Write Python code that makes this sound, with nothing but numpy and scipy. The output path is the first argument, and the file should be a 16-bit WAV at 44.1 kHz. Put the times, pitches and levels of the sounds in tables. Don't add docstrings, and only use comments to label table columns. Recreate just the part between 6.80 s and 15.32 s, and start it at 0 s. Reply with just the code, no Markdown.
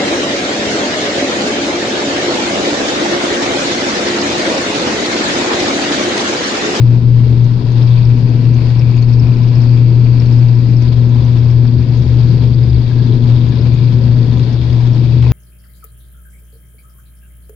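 import sys
import numpy as np
from scipy import signal
from scipy.fft import rfft, irfft, next_fast_len
from scipy.io import wavfile
from scipy.ndimage import uniform_filter1d, minimum_filter1d

SR = 44100
rng = np.random.default_rng(int(sys.argv[2]) if len(sys.argv) > 2 else 0)


def bounce(signal):
    frames = np.transpose(np.atleast_2d(signal))
    limited = np.clip(frames, -1, 1)
    pcm = np.round(limited * 32767).astype(np.int16)
    wavfile.write(sys.argv[1], SR, pcm)


N = 375732
T = np.arange(N) / SR


def undb(db):
    return 10 ** (np.asarray(db) / 20)


def unit(x):
    return x / np.sqrt(np.mean(x ** 2))


def curves(table):
    time_s, *columns = np.transpose(table)
    return [np.interp(T, time_s, column) for column in columns]


def wander(rate_hz):
    hold = int(SR / rate_hz)
    steps = np.repeat(rng.standard_normal(N // hold + 1), hold)
    return unit(uniform_filter1d(uniform_filter1d(steps, hold), hold)[:N])


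def ring(x, hz, width_hz):
    return signal.lfilter(*signal.iirpeak(hz, hz / width_hz, fs=SR), x)


def decay(impulses, tau_s):
    return signal.lfilter([1], [1, -np.exp(-1 / (tau_s * SR))], impulses)


def mic_noise(shared=.86, lead_s=.0003):
    left, own = rng.standard_normal((2, N))
    right = shared * np.roll(left, -int(lead_s * SR)) + np.sqrt(1 - shared ** 2) * own
    return np.array([left, right])


def shaped_noise(spectrum, swell_db, flicker_db):
    size = next_fast_len(N)
    freqs = np.maximum(np.arange(size // 2 + 1) * SR / size, 1)
    hz, *columns = np.transpose(spectrum)
    left_db, right_db, shared = (np.interp(np.log(freqs), np.log(hz), c) for c in columns)
    left, own = rfft(rng.standard_normal((2, size)))
    right = shared * left + np.sqrt(1 - shared ** 2) * own
    both = np.array([left * undb(left_db), right * undb(right_db)]) * np.sqrt(SR / 2)
    half_octaves = 2 * np.log2(freqs / hz[0])
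    swell, out = wander(9), 0
    for k in range(int(2 * np.log2(hz[-1] / hz[0])) + 1):
        band = irfft(both * np.clip(1 - abs(half_octaves - k), 0, 1), size)[:, :N]
        out += band * undb(swell_db * swell + flicker_db * wander(14))
    return out


# time_s, level_db
CABIN_SHAKE = [(0.06, -41), (0.08, -39.5), (0.32, -40.5), (0.36, -39), (0.83, -40.5), (0.99, -39),
               (1.3, -39), (1.32, -39.5), (1.7, -39), (1.77, -37.5), (2.23, -39), (2.26, -42), (2.3, -37),
               (2.38, -41.5), (2.42, -39.5), (2.7, -38), (3.1, -40.5), (3.33, -39), (4.01, -40.5),
               (4.03, -37), (4.11, -41.5), (4.13, -33), (4.15, -43.5), (4.18, -38), (4.25, -41),
               (4.41, -38.5), (4.58, -39), (4.64, -39.5), (4.67, -40), (4.97, -40.5), (5.07, -41.5),
               (5.16, -39.5), (5.49, -38), (5.67, -38.5), (5.75, -42), (5.98, -39.5), (6.28, -40.5),
               (6.35, -37), (6.38, -42), (6.42, -40.5), (6.49, -36.5), (6.54, -38.5), (6.84, -39),
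               (6.87, -36), (6.89, -39.5), (7.55, -39), (7.62, -36.5), (7.76, -38.5), (7.78, -43),
               (7.82, -37), (7.9, -40.5), (7.94, -34), (7.99, -38.5), (8.01, -33.5), (8.04, -37.5),
               (8.06, -34), (8.11, -40), (8.13, -44), (8.15, -34.5), (8.22, -42.5), (8.25, -36.5),
               (8.27, -40.5), (8.37, -37.5), (8.41, -43), (8.44, -34), (8.46, -37.5)]
def runway_shake():
    level_db = curves(CABIN_SHAKE)[0]
    return .94 * (level_db - level_db.mean()) + wander(48)


# centre_hz, width_hz, left_db, right_db
RECESS_RESONANCES = [(806, 67, -1.5, -2.5), (999, 59, 3.5, 2), (1500, 38, 1, -2), (1780, 65, -6, -1),
                     (2040, 87, -6.5, -6), (2170, 100, 0.5, 1.5), (2380, 47, 4, -1), (2420, 100, -2, -3),
                     (2570, 100, 0.5, 1), (2980, 120, -3, 0.5), (3300, 100, 0.5, -5), (3330, 74, 0.5, 1.5),
                     (3570, 90, -0.5, -3), (4240, 230, 1, 3.5), (4610, 74, 4.5, 1), (4700, 160, -5, -3),
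                     (4965, 60, 2, -2), (5200, 100, -3.5, -0.5), (5500, 140, 0.5, -3.5)]
def window_recess(sound):
    size = next_fast_len(N)
    freqs = np.arange(size // 2 + 1) * SR / size
    gain_db = sum(np.array([[left_db], [right_db]]) / (1 + (2 * (freqs - hz) / width_hz) ** 2)
                  for hz, width_hz, left_db, right_db in RECESS_RESONANCES)
    return irfft(rfft(sound, size) * undb(gain_db), size)[:, :N]


# freq_hz, left_db, right_db, correlation
ROAR_SPECTRUM = [(400, -74, -79, 0.6), (603, -64, -68, 0.4), (1013, -68, -70.5, 0), (1160, -74, -75.5, 0),
                 (1990, -73, -75.5, 0.19), (2500, -75.5, -81, 0.3), (3000, -76, -82, 0.3),
                 (4770, -73.5, -91, 0.3), (5300, -77, -92.5, 0.05), (5700, -85.5, -97.5, 0.01),
                 (6980, -90.5, -101, 0.02), (8160, -105, -110, 0), (9800, -106, -111, 0),
                 (15000, -115, -121, .5)]
def air_roar(blade_cycles, shake_db):
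    throb_db = 1.1 * np.cos(2 * np.pi * (blade_cycles - .45)) + .9 * np.cos(4 * np.pi * blade_cycles)
    return shaped_noise(ROAR_SPECTRUM, swell_db=.2, flicker_db=.7) * undb(.9 * shake_db + throb_db)


# freq_hz, left_db, right_db, correlation
RUMBLE_SPECTRUM = [(8.47, -62, -68, 0.95), (25, -52, -59, 0.97), (41.7, -63, -70.5, .98),
                   (55, -43.5, -51, 1), (90, -40, -50.5, 1), (134.6, -32, -39, 0.98),
                   (164, -41, -48.5, .96), (201, -44.5, -55.5, 1), (235, -43.5, -50.5, 0.9),
                   (288, -47.5, -54.5, .83), (336, -47.5, -54, 0.9), (386, -54, -59, .76),
                   (411, -51.5, -57, .72), (554, -61, -65.5, 0.4), (715, -72.5, -75.5, 0.5)]
def airframe_rumble(level_db):
    rumble = shaped_noise(RUMBLE_SPECTRUM, swell_db=.73, flicker_db=.7)
    return rumble * undb(.41 * (level_db - level_db.mean()))


def cabin_boom(level_db, pitch_hz=72.1, drift_hz=3.5):
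    cycles = np.cumsum(pitch_hz + drift_hz * wander(9)) / SR
    return np.sqrt(2) * np.sin(2 * np.pi * cycles) * undb(level_db - 1 + 1.7 * wander(13))


# pitch_hz, level_db
SHAFT_TONES = [(20.05, 0), (30.1, -1)]
def shaft_thrum(level_db):
    hum = sum(undb(db) * np.sin(2 * np.pi * (hz * T + rng.random())) for hz, db in SHAFT_TONES)
    return np.sqrt(2) * hum * undb(level_db)


# start_s, level_db
SEAT_KNOCKS = [(0.665, -30), (0.974, -31), (1.766, -28), (1.902, -26.5), (1.952, -30), (2.443, -33),
               (2.548, -32), (2.583, -31), (2.686, -33), (2.974, -27.5), (4.167, -32.5), (4.215, -35),
               (4.34, -35), (4.602, -29), (5.017, -35), (5.233, -29), (6.501, -23.5), (6.861, -35),
               (7.594, -24), (7.901, -22), (7.943, -37), (7.992, -29), (8.425, -22)]
def seat_frame():
    blows = np.zeros(N)
    for start_s, level_db in SEAT_KNOCKS:
        blows[int(start_s * SR)] = undb(level_db + 2)
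    burst = decay(blows, tau_s=.0032) * mic_noise()
    body = ring(burst, 1100, 1200)
    edge = ring(ring(burst, 2800, 2500), 2800, 3000)
    return (body + .6 * edge) * undb([[4.5], [-1.5]])


def strikes(events):
    out, t = np.zeros((2, N + SR)), np.arange(SR // 5) / SR
    for start_s, level_db, hz, pan_db, ring_s in events:
        envelope = (1 - np.exp(-t / .0015)) * np.exp(-np.log(1000) * t / ring_s)
        tone = np.sin(2 * np.pi * hz * t) + .5 * np.sin(2 * np.pi * (1.03 * hz * t + rng.random()))
        tick = 2.2 * ring(ring(rng.standard_normal(len(t)), hz, .11 * hz), hz, .11 * hz)
        mic_gains = undb([[level_db + 7], [level_db + 5.5 - pan_db]])
        start = int(start_s * SR)
        out[:, start:start + len(t)] += mic_gains * envelope * (tone + tick)
    return out[:, :N]


# start_s, level_db, pitch_hz, pan_db, ring_s
TRIM_CHIRPS = [(2.302, -43, 1490, 1, 0.034), (6.112, -44.5, 1630, -5.5, 0.075),
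               (6.195, -49, 1640, -10, 0.11), (6.72, -40.5, 1700, 7, .06)]
def trim_chirps():
    return strikes(TRIM_CHIRPS)


# start_s, level_db, pitch_hz, pan_db, ring_s
FITTING_TINKLES = [(0.641, -46, 6115, 19, 0.04), (0.917, -43, 6201, 29, 0.04), (0.985, -48, 5254, 13, 0.04),
                   (1.026, -35, 5200, 19, 0.04), (1.068, -37.5, 5200, 28, 0.049),
                   (1.249, -36.5, 5254, 14, 0.04), (1.741, -41, 6140, 16, 0.035),
                   (1.992, -34, 5260, 10, 0.04), (2.168, -45, 6632, 15, 0.04), (2.22, -44, 6115, 25, 0.04),
                   (2.222, -49, 6718, 32, 0.04), (2.225, -31, 4350, 15, 0.04), (2.284, -40, 5200, 8, 0.04),
                   (2.332, -34, 5270, 13, 0.04), (2.396, -31.5, 5220, 13, 0.04),
                   (2.467, -42, 5340, 11, 0.04), (2.508, -42, 5340, 16, 0.036),
                   (2.567, -43, 5254, 11, 0.04), (2.632, -38, 5340, 18, 0.04), (2.686, -49, 5060, -8, 0.04),
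                   (2.753, -34, 5220, 7, 0.04), (2.817, -59, 6804, 4, 0.04), (2.817, -32, 5220, 12, 0.04),
                   (2.868, -42.5, 5100, 6, 0.04), (2.933, -48, 5167, 3, 0.04), (3.4, -32, 5340, 16, 0.04),
                   (3.457, -48, 6150, 14, 0.04), (3.461, -30.5, 4350, 14, 0.036),
                   (3.467, -39, 5220, 16, 0.04), (3.525, -32, 5200, 11, 0.03),
                   (3.584, -34.5, 5100, 13, 0.04), (3.75, -39, 5200, 15, 0.04),
                   (3.966, -34, 5254, 19, 0.04), (4.02, -44, 6201, 18, 0.04), (4.023, -36, 5400, 14, 0.04),
                   (4.291, -48, 6300, 22.5, 0.04), (4.448, -44, 5900, 9, 0.04), (4.586, -41, 5330, 6, 0.04),
                   (4.708, -38, 5340, 23, 0.044), (4.866, -41, 5300, 14.5, 0.036),
                   (5.221, -42, 5400, 13, 0.04), (5.557, -52, 5050, -5, 0.04), (5.612, -36, 4000, 7, 0.04),
                   (5.674, -43, 5254, 11, 0.04), (5.834, -38, 4870, 14, 0.04), (5.896, -37, 4909, 18, 0.04),
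                   (6.477, -40, 4800, 16, 0.04), (6.753, -41, 5081, 7, 0.04), (6.811, -37, 5167, 9, 0.04),
                   (6.869, -38, 4995, 15, 0.04), (6.946, -52, 6804, 6, 0.04), (7.583, -49, 6718, 21, 0.04),
                   (7.726, -50, 6459, 16, 0.04), (7.726, -47, 5943, 18, 0.04), (7.734, -39, 5280, 8, 0.04),
                   (7.919, -49, 6373, 12, 0.04), (7.927, -33.5, 4909, 17, 0.04),
                   (8.072, -48, 6373, 22, 0.04), (8.131, -39, 5340, 12, 0.04), (8.417, -46, 5167, 1, 0.04)]
def loose_fitting(faint_count=90):
    when, force, pitch, side = rng.random((faint_count, 4)).T
    faint = zip(when * N / SR, -53 + 7 * force, 4900 + 1700 * pitch ** 3, 6 + 12 * side,
                np.full(faint_count, .03))
    return strikes(FITTING_TINKLES) + strikes(faint)


# pitch_hz, width_hz, first_slap_cycles, gap_cycles, second_slap_db, left_db, right_db
TRIM_PANELS = [(920, 330, -.12, 0.23, -4, -3.5, -6), (2447, 450, .12, .33, -4, 3, -11.5),
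               (3606, 800, -0.12, 0.75, -1, 3.5, -9), (4615, 500, -.48, .58, -4, 4.5, -20.5)]
# time_s, panel_1_db, panel_2_db, panel_3_db, panel_4_db
BUZZ_LEVELS = [(0.06, -40, -51, -52, -48), (0.1, -46, -49.5, -53.5, -53.5), (0.76, -41.5, -57.5, -50, -50),
               (1.16, -38, -41, -41, -44.5), (1.44, -44, -50, -56, -48.5), (2.14, -46.5, -41.5, -50, -45),
               (2.4, -42, -48.5, -54, -47.5), (2.45, -37, -44, -55, -45), (3.96, -50, -48, -55, -46),
               (4.08, -42, -49, -44, -40.5), (4.27, -46.5, -54, -47, -54), (4.34, -36, -51, -44, -51),
               (4.76, -48.5, -51.5, -48.5, -48), (5.44, -50, -49.5, -46, -44), (6.54, -40.5, -52, -43, -48),
               (7.01, -42, -42.5, -43.5, -43), (7.22, -46, -50, -48, -45), (7.99, -43.5, -52, -42.5, -51),
               (8.39, -49.5, -44.5, -45, -47), (8.46, -35, -42, -47.5, -52)]
def panel_buzz(blade_cycles, shake_db, jitter_s=.0003):
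    out = 0
    for panel, level_db in zip(TRIM_PANELS, curves(BUZZ_LEVELS)):
        hz, width_hz, first, gap, second_db, left_db, right_db = panel
        slaps = np.zeros(N)
        for lag, slap_db in ((first, 0), (first + gap, second_db)):
            due = np.flatnonzero(np.diff(np.floor(blade_cycles - lag)))
            timing, force = rng.standard_normal((len(due), 2)).T
            landed = np.clip(due + (timing * jitter_s * SR).astype(int), 0, N - 1)
            slaps[landed] += undb(slap_db + 1.5 * force)
        lean_db = 2.2 * np.cos(2 * np.pi * (blade_cycles / 6 + rng.random()))
        slaps *= undb(lean_db + .68 * wander(18))
        scrape = decay(slaps, tau_s=.0009) * mic_noise()
        buzz = ring(ring(scrape + 2.7 * slaps, hz, width_hz), hz, 1.9 * width_hz)
        out += unit(buzz) * undb(level_db + .46 * shake_db) * undb([[left_db], [right_db]])
    return out


# harmonic, level_db, lead_cycles, pan_db
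BLADE_OVERTONES = [(2, 1, -.18, 7.5), (3, -10.5, -.18, 3), (4, -25.5, -0.02, 3.5)]
def propeller(blade_cycles, tone_db, overtones_db):
    fundamental_db = uniform_filter1d(tone_db, SR // 6) + .4 * wander(6)
    out = np.cos(2 * np.pi * blade_cycles) * undb(fundamental_db) * undb([[3.6], [-3.6]])
    smooth_db = uniform_filter1d(overtones_db, SR // 4)
    for harmonic, level_db, lead, pan_db in BLADE_OVERTONES:
        overtone = np.cos(2 * np.pi * (harmonic * blade_cycles + lead))
        flutter_db = .3 * harmonic * wander(4.8)
        out += overtone * undb(smooth_db + level_db + flutter_db) * undb([[pan_db / 2], [-pan_db / 2]])
    return out * np.sqrt(2)


# time_s, tone_db, boom_db, thrum_db, overtones_db, rumble_db
DRONE_LEVELS = [(0.06, -7, -28, -26, -28, -20), (0.15, -8.5, -35, -31, -30.5, -23),
                (0.24, -9.5, -28, -27.5, -32, -26), (0.32, -7, -27, -25.5, -42, -26.5),
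                (0.46, -9.5, -24, -29, -29, -23.5), (0.53, -8.5, -24, -28, -38, -20.5),
                (0.67, -8.5, -43, -30, -27, -27.5), (0.85, -19, -33, -30, -36, -23),
                (0.92, -6.5, -41.5, -29.5, -38, -26.5), (1.06, -9, -33.5, -30.5, -32.5, -20.5),
                (1.23, -8, -29, -25.5, -38.5, -23.5), (1.32, -8, -30, -27.5, -24.5, -24),
                (1.46, -11, -32, -31, -31, -21.5), (1.67, -8.5, -32, -31, -31, -25.5),
                (1.86, -10.5, -25.5, -30, -28, -19), (1.91, -9, -28, -30, -42, -26),
                (2.05, -8.5, -27, -32, -47.5, -18.5), (2.14, -9.5, -31, -29, -24, -25),
                (2.28, -8, -31, -28, -33.5, -23), (2.38, -9.5, -27, -27.5, -38, -24.5),
                (2.45, -7, -21, -30, -21, -18.5), (2.54, -10, -35, -29, -32.5, -18.5),
                (2.72, -9, -30, -30.5, -31.5, -22), (2.96, -8, -32, -30, -28, -23),
                (3.43, -8.5, -24, -27.5, -33, -23.5), (3.59, -6, -33, -30, -23.5, -23.5),
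                (3.69, -7, -45, -29, -34.5, -26), (3.83, -11.5, -29.5, -33.5, -32, -22),
                (3.92, -8, -31, -29, -29.5, -18), (3.99, -9, -29.5, -28, -33, -28),
                (4.06, -9, -21, -26, -32, -24.5), (4.25, -10.5, -25.5, -33, -26, -23.5),
                (4.81, -8.5, -23, -29, -30.5, -22.5), (4.9, -8, -36.5, -31, -22, -23.5),
                (4.97, -12.5, -15, -31, -28.5, -20), (5.09, -11.5, -29, -35, -28, -23),
                (5.23, -13, -18.5, -29, -35.5, -23.5), (5.42, -8.5, -22, -29, -29, -23),
                (5.56, -10.5, -27, -30, -31.5, -16), (5.75, -8.5, -18, -30, -31.5, -26),
                (5.84, -9.5, -23.5, -34, -36, -22), (5.95, -10.5, -14, -30, -30, -24.5),
                (6.07, -12.5, -30, -29, -31.5, -24), (6.24, -10, -21.5, -35, -30, -21),
                (6.4, -9.5, -31, -27, -27, -19.5), (6.56, -6.5, -20, -30, -32, -15.5),
                (6.63, -8.5, -26, -29, -27.5, -24), (6.7, -13, -21, -36.5, -29, -18.5),
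                (6.77, -13, -20.5, -41, -32, -19.5), (6.91, -10.5, -23, -31, -37, -19.5),
                (7.1, -11, -37, -32, -34, -22), (7.19, -7.5, -23, -35, -27, -19.5),
                (7.31, -14.5, -22.5, -32.5, -24, -22), (7.4, -9.5, -29, -30, -31.5, -19),
                (7.59, -13, -21.5, -30, -32, -20.5), (7.69, -11, -31, -42, -29, -21),
                (7.78, -14, -20, -33, -35.5, -24), (8.04, -8.5, -25, -30, -31, -22),
                (8.08, -10.5, -24, -29, -41, -22.5), (8.13, -7, -31, -32, -44, -20.5),
                (8.3, -11.5, -23, -32, -25.5, -21.5), (8.46, -5.5, -13, -31, -30.5, -20.5)]
def drone(blade_cycles):
    tone_db, boom_db, thrum_db, overtones_db, rumble_db = curves(DRONE_LEVELS)
    low_end = (cabin_boom(boom_db) + shaft_thrum(thrum_db)) * undb([[2.7], [-4]])
    return airframe_rumble(rumble_db) + low_end + propeller(blade_cycles, tone_db, overtones_db)


def scene(blade_hz=120):
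    shake_db = runway_shake()
    blade_cycles = blade_hz * T + .06 * wander(1.3) + .008 * wander(7)
    roar = air_roar(blade_cycles, shake_db)
    padding = signal.butter(3, 5600, fs=SR, output="sos")
    rattles = signal.sosfilt(padding, seat_frame() + panel_buzz(blade_cycles, shake_db))
    return window_recess(roar + rattles) + trim_chirps() + loose_fitting() + drone(blade_cycles)


def record(dry, ceiling=1.018, clip_level=.997, look_ahead_s=.002, top_hz=15500):
    look = int(look_ahead_s * SR)
    gain = minimum_filter1d(ceiling / np.maximum(abs(dry), ceiling), 2 * look + 1, axis=1)
    gain = uniform_filter1d(uniform_filter1d(gain, look, axis=1), look, axis=1)
    limited = np.clip(dry * gain, -clip_level, clip_level)
    return signal.sosfiltfilt(signal.ellip(6, .005, 40, top_hz, fs=SR, output="sos"), limited)


dry = scene()
out = record(dry)
bounce(out)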